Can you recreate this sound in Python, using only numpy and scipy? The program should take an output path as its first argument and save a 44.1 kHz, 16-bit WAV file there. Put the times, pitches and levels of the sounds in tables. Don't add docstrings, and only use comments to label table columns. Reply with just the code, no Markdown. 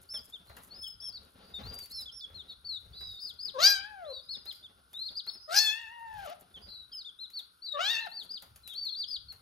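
import sys
import numpy as np
from scipy import signal
from scipy.fft import rfft, irfft, next_fast_len
from scipy.io import wavfile
from scipy.ndimage import uniform_filter1d, map_coordinates

SR = 44100
rng = np.random.default_rng(int(sys.argv[2]) if len(sys.argv) > 2 else 0)


def int16_out(signal):
    q = np.round(np.clip(np.atleast_2d(signal).T, -1, 1) * 32767)
    wavfile.write(sys.argv[1], SR, q.astype(np.int16))


N = 414981


def gain_of(db):
    return 10 ** (np.asarray(db) / 20)


def evened(x):
    return x / np.sqrt(np.mean(x ** 2) + 1e-20)


def read(points, hz):
    f, value = np.transpose(points)
    return np.interp(np.log(hz + 1), np.log(f + 1), value)


def add(mix, start_s, sound):
    part = mix[..., max(round(start_s * SR), 0):][..., :sound.shape[-1]]
    part += sound[..., :part.shape[-1]]


def coloured(x, colour):
    size = next_fast_len(len(x))
    gain = gain_of(read(colour, np.fft.rfftfreq(size, 1 / SR)))
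    return evened(irfft(rfft(x, size) * gain, size)[:len(x)])


def wander(size, hz):
    points = rng.standard_normal(4096)
    return map_coordinates(points, [np.arange(size) * hz / SR], order=3, mode="wrap")


def bump(t, at, width):
    return np.exp(-((t - at) / width) ** 2)


def placed(x, left_db):
    return x * gain_of([[left_db / 2], [-left_db / 2]])


def movements(rows, fidget_db, rise):
    # time_s, level_db (relative to fidget_db)
    fidget = [(0, 1.5), (4, -2.5), (5.5, -8), (7.4, -15), (9.4, -4.5)]
    time = np.arange(N) / SR
    power = gain_of(fidget_db + np.interp(time, *np.transpose(fidget))) ** 2
    for peak_s, length_s, level_db in rows:
        away = np.maximum(time - peak_s, (peak_s - time) / rise) / length_s
        power += gain_of(level_db) ** 2 * np.exp(-np.minimum(2 * away, 20))
    return np.sqrt(power)


def shuffle(rub_db=1.5, scratch_db=-2, grains_per_s=900, grain_db=0.0, clump_db=6.5, lump_db=9.0,
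            smooth=0.079):
    # peak_s, length_s (fall to 1/e), level_db (before rub_db)
    rubs = [(.16, 0.18, -69), (.52, 0.039, -67.5), (.68, 0.095, -60.5), (1.25, .2, -66), (1.64, .13, -53),
            (2.05, 0.029, -62), (2.36, 0.093, -63.5), (2.9, 0.073, -59.5), (3.62, 0.096, -60.5),
            (4.12, 0.054, -68.5), (4.36, 0.026, -58.5), (4.66, .15, -69.5), (5.12, 0.046, -66),
            (5.35, 0.024, -63), (6.38, 0.13, -62.5), (6.6, 0.17, -65), (8.23, 0.15, -62.5),
            (8.7, 0.29, -78)]
    # peak_s, length_s (fall to 1/e), level_db (before scratch_db)
    scratches = [(.04, 0.017, -49), (.28, 0.04, -55), (.62, .12, -60), (.87, 0.077, -61.5),
                 (1.55, 0.29, -66), (1.82, 0.085, -53), (2.0, 0.03, -46.5), (2.87, 0.055, -73),
                 (3.15, .2, -64.5), (4.56, 0.033, -54), (5.08, 0.11, -62), (6.25, .15, -58.5),
                 (6.7, .2, -71), (7.55, .03, -72), (8.1, .25, -60.5), (8.75, 0.16, -66)]
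    # frequency_hz, relative_db
    rub_colour = [(60, -15), (170, 3.5), (400, -0.5), (900, -5.5), (1500, -9.5), (2200, -15), (4000, -9),
                  (7000, -31), (11000, -40)]
    # frequency_hz, relative_db
    scratch_colour = [(2000, -15), (5000, -20.5), (7500, -4.5), (10000, 0.5), (12000, -3), (13500, -7.5),
                      (16000, -20.5)]
    lumps = evened(gain_of(lump_db * np.tanh(wander(N, 45))))
    rubbing = coloured(rng.standard_normal(N), rub_colour) * lumps
    grains = (rng.random(N) < grains_per_s / SR) * rng.standard_normal(N)
    grains = grains * gain_of(grain_db * np.minimum(rng.exponential(1, N), 4))
    clumps = gain_of(clump_db * wander(N, 50))
    crackle = coloured((grains + smooth * rng.standard_normal(N)) * clumps, scratch_colour)
    rubbing = rubbing * movements(rubs, fidget_db=-74.5, rise=1.0)
    crackle = crackle * movements(scratches, fidget_db=-77, rise=0.9)
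    return gain_of(rub_db) * rubbing + gain_of(scratch_db) * crackle


def thuds(lump_db=4.0):
    # peak_s, length_s (fall to 1/e), level_db
    flexes = [(.18, .08, -78), (.5, 0.038, -57), (1.66, 0.062, -44), (2.35, 0.045, -54.5),
              (2.87, 0.11, -55), (3.09, .025, -52), (3.65, 0.11, -63), (6.17, .06, -50), (6.6, .18, -61.5),
              (8.52, 0.078, -60.5), (9.26, 0.13, -57.5)]
    # frequency_hz, relative_db
    thud_colour = [(15, -15), (35, -9.5), (62, 7.5), (120, -4), (200, -17.5), (400, -40)]
    lumps = evened(gain_of(lump_db * np.tanh(wander(N, 22))))
    rumble = coloured(rng.standard_normal(N), thud_colour) * lumps
    return rumble * movements(flexes, fidget_db=-67, rise=.6)


def air(level_db=-68.5, apart=0.5):
    # frequency_hz, relative_db (per Hz)
    air_colour = [(20, -17), (250, -6.5), (700, -17.5), (1200, -5.5), (1430, 3.5), (1800, -22.5),
                  (2700, -16.5), (3500, -9), (5000, -11.5), (7600, -32), (9000, 1), (10100, -11.5),
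                  (10900, -14), (12800, -21.5), (15500, -36.5)]
    shared, left, right = (coloured(rng.standard_normal(N), air_colour) for _ in range(3))
    return gain_of(level_db) * placed(shared + apart * np.array([left, right]), left_db=3)


def whistle(hz, level_db, overtone_db, quiver, quiver_hz, attack, flutter_db=2.5, third_db=-7,
            release=0.0033):
    size = len(hz)
    t = np.arange(size) / SR
    angle = 2 * np.pi * np.cumsum(hz * (1 + quiver * wander(size, quiver_hz))) / SR
    edges = np.clip(np.minimum(t / attack, (t[-1] - t) / release), 0, 1)
    gate = np.sin(np.pi / 2 * edges) ** 2
    overtones = np.sin(2 * angle) + gain_of(third_db) * np.sin(3 * angle)
    tone = np.sin(angle) + gain_of(overtone_db) * overtones
    return np.sqrt(2) * tone * gate * gain_of(level_db + flutter_db * wander(size, 103.5))


def peep(row):
    # pitch_hz, overtone_db (relative to the fundamental)
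    overtone = [(3400, -28), (4600, -29.5), (4950, -25.5), (5250, -11.5)]
    scoop, scoop_s = .2, 0.016
    rise_bend, fall_bend = 2.6, 2.8
    ceiling_hz, ceiling_bend = 5095, 1.1
    lowest_hz = 2850
    warble_share, warble_hz, warble_from_s = .011, 60.34, 0.11
    swell_db, loudest = 5, 0.61
    beak_hz, beak_db = 4100, 12

    start_s, length_s, top_hz, crest, drop, level_db, left_db = row
    stage, crest = np.linspace(0, 1, int(length_s * SR)), np.clip(crest, .02, .95)
    flat = ceiling_bend * max(top_hz - ceiling_hz, 0) / 100
    depth = scoop * (1 - np.exp(-crest * length_s / scoop_s))
    rise = depth * np.clip(1 - stage / crest, 0, 1) ** (rise_bend + flat)
    fall = np.clip((stage - crest) / (1 - crest), 0, 1) ** (1 + fall_bend * crest + flat)
    fall = min(drop, 1 - lowest_hz / top_hz) * fall
    drawn_out = np.clip(2 * (length_s / warble_from_s - 1), 0, 1)
    warble = warble_share * drawn_out * wander(len(stage), warble_hz)
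    hz = top_hz * (1 - rise - fall + warble)
    level_db = level_db - swell_db * (2 * (stage - loudest)) ** 2
    level_db = level_db - beak_db * np.log2(hz / beak_hz) ** 2
    tone = whistle(hz, level_db, read(overtone, hz), quiver=0.007, quiver_hz=89.8, attack=0.0067)
    return start_s, placed(tone, left_db)


def claws(tick_db=-3, knock_db=-4, tick_decay=0.0037, knock_decay=0.023, scrape=0.22,
          scrape_decay=0.049, brush=.12, brush_rise=.008):
    # contact_s, level_db (before tick_db and knock_db),
    # body_db (extra level of the knock)
    ticks = [(0.1376, -50.5, 3.5), (0.496, -61, 13), (0.5669, -46, 0.5), (1.6153, -61, 12),
             (1.7886, -39.5, -25), (1.831, -70, -13), (1.8582, -46, -35), (2.2993, -68, 12.5),
             (3.0084, -52.5, 1.5), (3.4563, -50.5, -19), (4.4554, -47, -4.5), (4.5251, -46, -28),
             (4.9312, -48.5, -11.5), (5.045, -65, -14.5), (5.2656, -49, 0), (6.564, -76, 4),
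             (7.302, -51.5, -36), (7.3906, -46, -14), (8.4227, -45, -5.5), (8.5596, -47, -14),
             (8.6762, -40.5, -24), (8.737, -48, -17), (8.8514, -47.5, -17), (9.3228, -47, -10)]
    # frequency_hz, relative_db
    tick_colour = [(1500, -19), (3000, -8.5), (6000, -14.5), (9000, -6), (12000, -4.5), (14000, -12),
                   (16000, -17)]
    # frequency_hz, relative_db
    knock_colour = [(50, -17.5), (160, -15.5), (500, -6.5), (1300, -6), (3000, -19.5), (6000, -30)]
    out, t = np.zeros(N), np.arange(-1024, 4096) / SR
    brushing = brush * np.exp(-abs(t) / brush_rise)
    landing = np.exp(-abs(t) / tick_decay) + scrape * np.exp(-abs(t) / scrape_decay)
    contact = np.where(t < 0, brushing, landing)
    thump = np.exp(-abs(t) / knock_decay) * np.clip(t / 0.0017, 0, 1)
    for contact_s, level_db, body_db in ticks:
        tick = coloured(rng.standard_normal(len(t)), tick_colour) * contact
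        knock = coloured(rng.standard_normal(len(t)), knock_colour) * thump
        step = gain_of(tick_db) * tick + gain_of(knock_db + body_db) * knock
        add(out, contact_s + t[0], gain_of(level_db) * step)
    return out


def trill(row, droop=0.055):
    start_s, length_s, pitch_hz, level_db = row
    arch = 1 - droop * np.linspace(-1, 1, int(length_s * SR)) ** 4
    tone = whistle(pitch_hz * arch, level_db, overtone_db=-16, quiver=0.0253, quiver_hz=163, attack=0.0049)
    return start_s, tone


def meow(row, width_hz=420, skirt=1.27, jitter=0.026, jitter_hz=420, shimmer=.5, rasp=1.0, rasp_hz=450,
         waver=0.006, uneven_db=4.5, hoarse_db=-22, airy_db=-58):
    # frequency_hz, relative_db
    meow_treble = [(4500, -31.5), (6200, -6), (7200, -4), (8000, -1.5), (9300, -10.5), (11000, -14.5),
                   (12800, -11), (14200, -17.5), (15000, -48)]
    # frequency_hz, relative_db
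    hoarse = [(80, -14), (250, -8), (650, -4), (1500, 0.5), (3000, 5.5), (5000, -0.5), (7000, -9.5),
              (9000, -27), (14000, -19)]
    # mouth_db, clear_hz (above it they turn to noise)
    clear_up_to = [(-67, 4100), (-44.5, 2800), (-31, 29000)]
    push_s, push_width_s, push_db = 0.064, 0.048, 8.5
    open_s, open_width_s, open_db = 0.3, 0.16, 15
    lips_s, lips_width_s = 0.026, 0.045
    octave_follows, full_cry_db = 0.43, -16
    third_db = -14.5
    treble_db_per_octave, wide_hz = 10, 4690
    clear_rough, fray_s, shut_s = .1, 0.18, 0.076

    curve, hum_db, full_octave_db, lips_db, bright_db, start_rough, end_rough = row
    s, *columns = np.transpose(curve)
    t = np.arange(s[0] - .006, s[-1] + .008, 1 / SR)
    hz, mouth_db, mouth_hz = (uniform_filter1d(np.interp(t, s, c), size=500, mode="nearest")
                              for c in columns)
    age, remaining, size = t - t[0], t[-1] - t, len(t)

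    push = bump(age, push_s, push_width_s)
    fray = end_rough * bump(remaining, 0, fray_s)
    opened = bump(age, open_s, open_width_s) * (1 - bump(remaining, 0, shut_s))
    rough = np.clip(clear_rough + start_rough * push + fray, 0, 1)
    first_db = hum_db + push_db * push - open_db * opened
    octave_db = full_octave_db + octave_follows * (mouth_db - full_cry_db)
    octave_db = octave_db + lips_db * bump(age, lips_s, lips_width_s)
    treble_db = mouth_db + bright_db + treble_db_per_octave * np.log2(mouth_hz / wide_hz)

    hz = hz * (1 + jitter * np.minimum(rough, .5) * wander(size, jitter_hz) + waver * wander(size, 60.65))
    angle = 2 * np.pi * np.cumsum(hz) / SR
    order = np.arange(1, 23)[:, None]
    mouth = (order > 2) * (1 + ((order * hz - mouth_hz) / width_hz) ** 2) ** (-skirt / 2)
    mouth = mouth / (1 + (order * hz / 7500) ** 8)
    treble = gain_of(read(meow_treble, order * hz))
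    resonant = gain_of(mouth_db) * mouth / np.linalg.norm(mouth, axis=0)
    bright = gain_of(treble_db) * treble / np.linalg.norm(treble, axis=0)
    height = np.hypot(resonant, bright)
    height[:2] = gain_of([first_db, octave_db])
    height[2] = np.hypot(height[2], gain_of(octave_db + third_db))

    voice, clear_hz = np.zeros(size), np.interp(mouth_db, *np.transpose(clear_up_to))
    for k, partial in enumerate(height, 1):
        smear = np.clip(rasp * rough * (k / 4) ** 1.3 + (k * hz / clear_hz) ** 3, 0, 1)
        noise = (wander(size, rasp_hz) + 1j * wander(size, rasp_hz)) / np.sqrt(2)
        swell = gain_of(uneven_db * min(k / 8, 1) * wander(size, 35))
        carrier = np.exp(1j * (k * angle + 2 * np.pi * rng.random()))
        voice += swell * partial * ((np.sqrt(1 - smear ** 2) + smear * noise) * carrier).real
    voice *= 1 + shimmer * np.minimum(rough, .5) * wander(size, 250)
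    breath = gain_of(hoarse_db + mouth_db) * (0.32 + 2 * rough) + gain_of(airy_db) * fray
    voice += coloured(rng.standard_normal(size), hoarse) * breath
    return s[0], np.sqrt(2) * voice * np.clip(np.minimum(age / 0.022, remaining / 0.0067), 0, 1)


def room(x, early_decay=.007):
    # frequency_hz, decay_s
    room_t60 = [(200, 0.09), (1000, 0.48), (4500, 0.34), (8000, 0.072), (14000, 0.036)]
    t = np.arange(SR // 2) / SR
    taps = rng.standard_normal((2, len(t))) * (rng.random((2, len(t))) < .1) * (t > .006)
    hz, frames, z = signal.stft(taps, SR, nperseg=256)
    decay = gain_of(-60 * frames / read(room_t60, hz)[:, None])
    tail = signal.istft(z * decay, SR, nperseg=256)[1][:, :len(t)]
    early = rng.standard_normal((2, len(t))) * (rng.random((2, len(t))) < .04)
    early = early * (t > .001) * np.exp(-t / early_decay)
    return [signal.fftconvolve(x, h / np.linalg.norm(h, axis=1, keepdims=True), axes=1)[:, :N]
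            for h in (early, tail)]


def scene(chicks_db=3, kitten_db=-1, trills_db=-4, early_db=-11, tail_db=-14, far_direct_db=-6,
          feet_echo_db=4):
    # start_s, length_s, top_hz, crest (place 0-1), drop (share of the pitch),
    # level_db (before chicks_db and the peep's shaping), left_db (left over right)
    peeps = [(0.088, 0.11, 5330, 0.45, 0.11, -44, 2.5), (0.14, 0.041, 3516, 0.15, 0.13, -45.5, 5),
             (0.321, 0.05, 3630, 0.36, 0.17, -49.5, 1), (0.705, 0.24, 5166, 0.59, 0.023, -48.5, 4.5),
             (0.826, 0.049, 3412, 0.25, 0.12, -45.5, 6.5), (0.999, 0.11, 5407, 0.39, 0.16, -45, 6.5),
             (1.014, 0.063, 3440, 0.35, 0.094, -57, 10.5), (1.121, 0.062, 4670, 0.35, 0.21, -47.5, 4),
             (1.536, 0.054, 3763, 0.02, 0.045, -44, 4), (1.629, 0.23, 4740, 0.47, 0.042, -49.5, 5),
             (1.902, 0.12, 4446, 0.27, 0.17, -48.5, 3.0), (1.907, 0.13, 5300, 0.45, 0.11, -47.5, -2.5),
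             (2.055, 0.048, 3504, 0.25, 0.13, -48.5, 3), (2.115, 0.1, 5430, 0.46, 0.36, -48, -3),
             (2.205, 0.052, 3575, 0.25, 0.09, -46.5, -0.5), (2.34, 0.085, 4230, 0.18, 0.26, -50, 4.0),
             (2.48, 0.055, 3864, 0.14, 0.12, -48.5, 1.5), (2.485, 0.055, 4540, 0.08, 0.14, -57, 2),
             (2.644, 0.14, 4563, 0.12, 0.23, -42, 6), (2.932, 0.27, 4005, 0.15, 0.095, -50, 0),
             (2.963, 0.15, 5005, 0.62, 0.17, -55, 4), (3.186, 0.13, 4930, 0.4, 0.37, -46.5, 5.5),
             (3.198, 0.096, 5253, 0, 0.07, -50.5, 6), (3.385, 0.12, 5033, 0.47, 0.42, -42.5, 5.5),
             (4.045, 0.16, 4086, 0.34, 0.15, -50.5, 3.5), (4.107, 0.095, 4564, 0.46, 0.041, -53, 5),
             (4.284, 0.079, 4430, 0.38, 0.25, -45, 4.5), (4.46, 0.06, 4230, 0.45, 0.29, -42.5, 4),
             (4.625, 0.047, 3620, 0.34, 0.12, -53.5, -1.5), (4.936, 0.16, 4215, 0.81, 0.23, -43.5, 3.0),
             (5.151, 0.059, 4860, 0.46, 0.46, -42.0, 4.5), (5.269, 0.033, 4450, 0.69, 0.56, -40, 5.0),
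             (5.278, 0.11, 5260, 0.44, 0.16, -51.5, 4), (6.539, 0.049, 3520.0, 0.15, 0.16, -50, -1),
             (6.682, 0.164, 4075, 0.07, 0.054, -52, 6.5), (6.915, 0.11, 5154, 0.31, 0.31, -46, 2),
             (6.916, 0.033, 3290, 0.13, 0.13, -53, 2), (7.043, 0.06, 3620, 0.37, 0.12, -46.5, 4.5),
             (7.185, 0.078, 4160, 0.44, 0.19, -47, 5.5), (7.33, 0.077, 4590, 0.3, 0.29, -45.5, 3.0),
             (7.618, 0.072, 4640, 0.28, 0.16, -45.5, 6.5), (7.659, 0.1, 4055, 0, 0.11, -42.5, 8.5),
             (7.986, 0.075, 4160, 0.53, 0.11, -50, -1.0), (8.112, 0.12, 4680, 0.36, 0.35, -45, 5.5),
             (8.289, 0.097, 4930, 0.44, 0.44, -44, 5), (8.631, 0.12, 4120, 0.05, 0.14, -55, 10.5),
             (8.687, 0.055, 3560, 0.15, 0.1, -50.5, 10), (8.744, 0.16, 4630, 0.42, 0.28, -40.5, 4.5),
             (8.862, 0.095, 4350, 0.55, 0.23, -45, 4.0), (8.946, 0.102, 4740, 0.45, 0.36, -40, 3.5),
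             (9.056, 0.123, 5095, 0.32, 0.3, -49, 8.5), (9.102, 0.07, 4810, 0.41, 0.39, -39.5, 4.5),
             (9.282, 0.043, 4440.0, 0.29, 0.079, -48.0, 4)]
    # start_s, length_s, pitch_hz, level_db (before trills_db and far_direct_db)
    trills = [(0.465, 0.057, 4270, -64.5), (1.409, 0.16, 4670, -65), (2.68, 0.021, 5030, -65),
              (2.924, 0.25, 4810, -57.5), (4.217, 0.1, 4800, -64), (4.306, 0.063, 5080, -51),
              (4.444, 0.14, 4890, -61), (5.021, 0.091, 4720, -53.5), (5.219, 0.092, 4960, -64),
              (5.394, 0.067, 5050, -55), (6.613, 0.068, 4830, -54), (6.674, 0.1, 4355, -55.5)]
    # time_s, pitch_hz, mouth_db (strength of the cry, before kitten_db),
    # mouth_hz (resonance)
    MEOW_1 = [(3.538, 543, -61.5, 3960), (3.57, 498.5, -59.5, 3860), (3.6, 635, -33, 3940),
              (3.635, 763, -20, 4920), (3.668, 812.6, -17.5, 5000), (3.735, 800.6, -32.5, 4840),
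              (3.78, 763, -40.5, 3330), (3.89, 869, -66.5, 2900), (3.98, 768, -74, 2893),
              (4.12, 500, -83.5, 3000)]
    MEOW_2 = [(5.475, 606, -63, 4400), (5.506, 656, -43, 4280), (5.556, 829.5, -24, 5050),
              (5.608, 884, -27.5, 4530), (5.694, 850.4, -31, 3120), (5.757, 899, -41, 2550),
              (5.81, 937, -53.5, 2880), (5.87, 869, -53, 2820), (5.928, 953, -67.5, 2750),
              (6.131, 876, -66.5, 2950), (6.238, 759, -64.5, 3000), (6.275, 561.3, -58, 3000),
              (6.325, 741, -75, 3000)]
    MEOW_3 = [(7.731, 594, -80, 3000), (7.774, 569, -50.5, 2800), (7.809, 724, -33.5, 2870),
              (7.858, 813, -30, 3660), (7.914, 948, -30.5, 3670), (7.948, 884, -33, 3200),
              (7.985, 907, -33.5, 2580), (8.01, 915, -52, 2700), (8.056, 884, -52, 3160),
              (8.07, 672, -55, 3166)]
    # curve, hum_db (fundamental), full_octave_db (octave at full cry),
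    # lips_db (lift of the octave at the start), bright_db (treble relative to the cry),
    # start_rough (0-1), end_rough (0-1); levels before kitten_db
    meows = [(MEOW_1, -43, -30.5, 8.5, -13, 0.37, 0.16), (MEOW_2, -45.5, -32.5, 4.5, -8, 0.77, 0.97),
             (MEOW_3, -44, -32.5, 16.5, -15, 0.35, 0.4)]
    chicks, kitten, far = np.zeros((2, N)), np.zeros(N), np.zeros((2, N))
    for row in peeps:
        add(chicks, *peep(row))
    for row in trills:
        add(far, *trill(row))
    for row in meows:
        add(kitten, *meow(row))
    voices = gain_of(chicks_db) * chicks + gain_of(kitten_db) * placed(kitten, left_db=5.5)
    feet = placed(claws() + shuffle() + thuds(), left_db=3.0)
    early, tail = room(voices + gain_of(feet_echo_db) * feet)
    far = gain_of(trills_db) * (gain_of(far_direct_db) * far + sum(room(far)))
    return voices + feet + gain_of(early_db) * early + gain_of(tail_db) * tail + far + air()


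def record(dry, merge_hz=7600, edge_hz=15800):
    # frequency_hz, phase_rad
    port_phase = [(400, 0.5), (700, -1.78), (1400, -1.7), (2000, 0.57), (3200, 1.38), (5000, 0.5),
                  (6200, 0.3), (7600, -2.5), (8600, -3), (10000, -4.5), (13300, -6)]
    hz = np.fft.rfftfreq(N, 1 / SR)
    left, right = rfft(dry)
    merged = 1 / (1 + (merge_hz / (hz + 1)) ** 20)
    ports = np.array([left, right]) * (1 - merged) + merged * (left + right) / 2
    ports[1] *= np.exp(-1j * read(port_phase, hz))
    low_pass = signal.firwin(511, edge_hz, window=("kaiser", 9), fs=SR)
    return signal.oaconvolve(irfft(ports, N), low_pass[None], "same")


dry = scene()
out = record(dry)
int16_out(out)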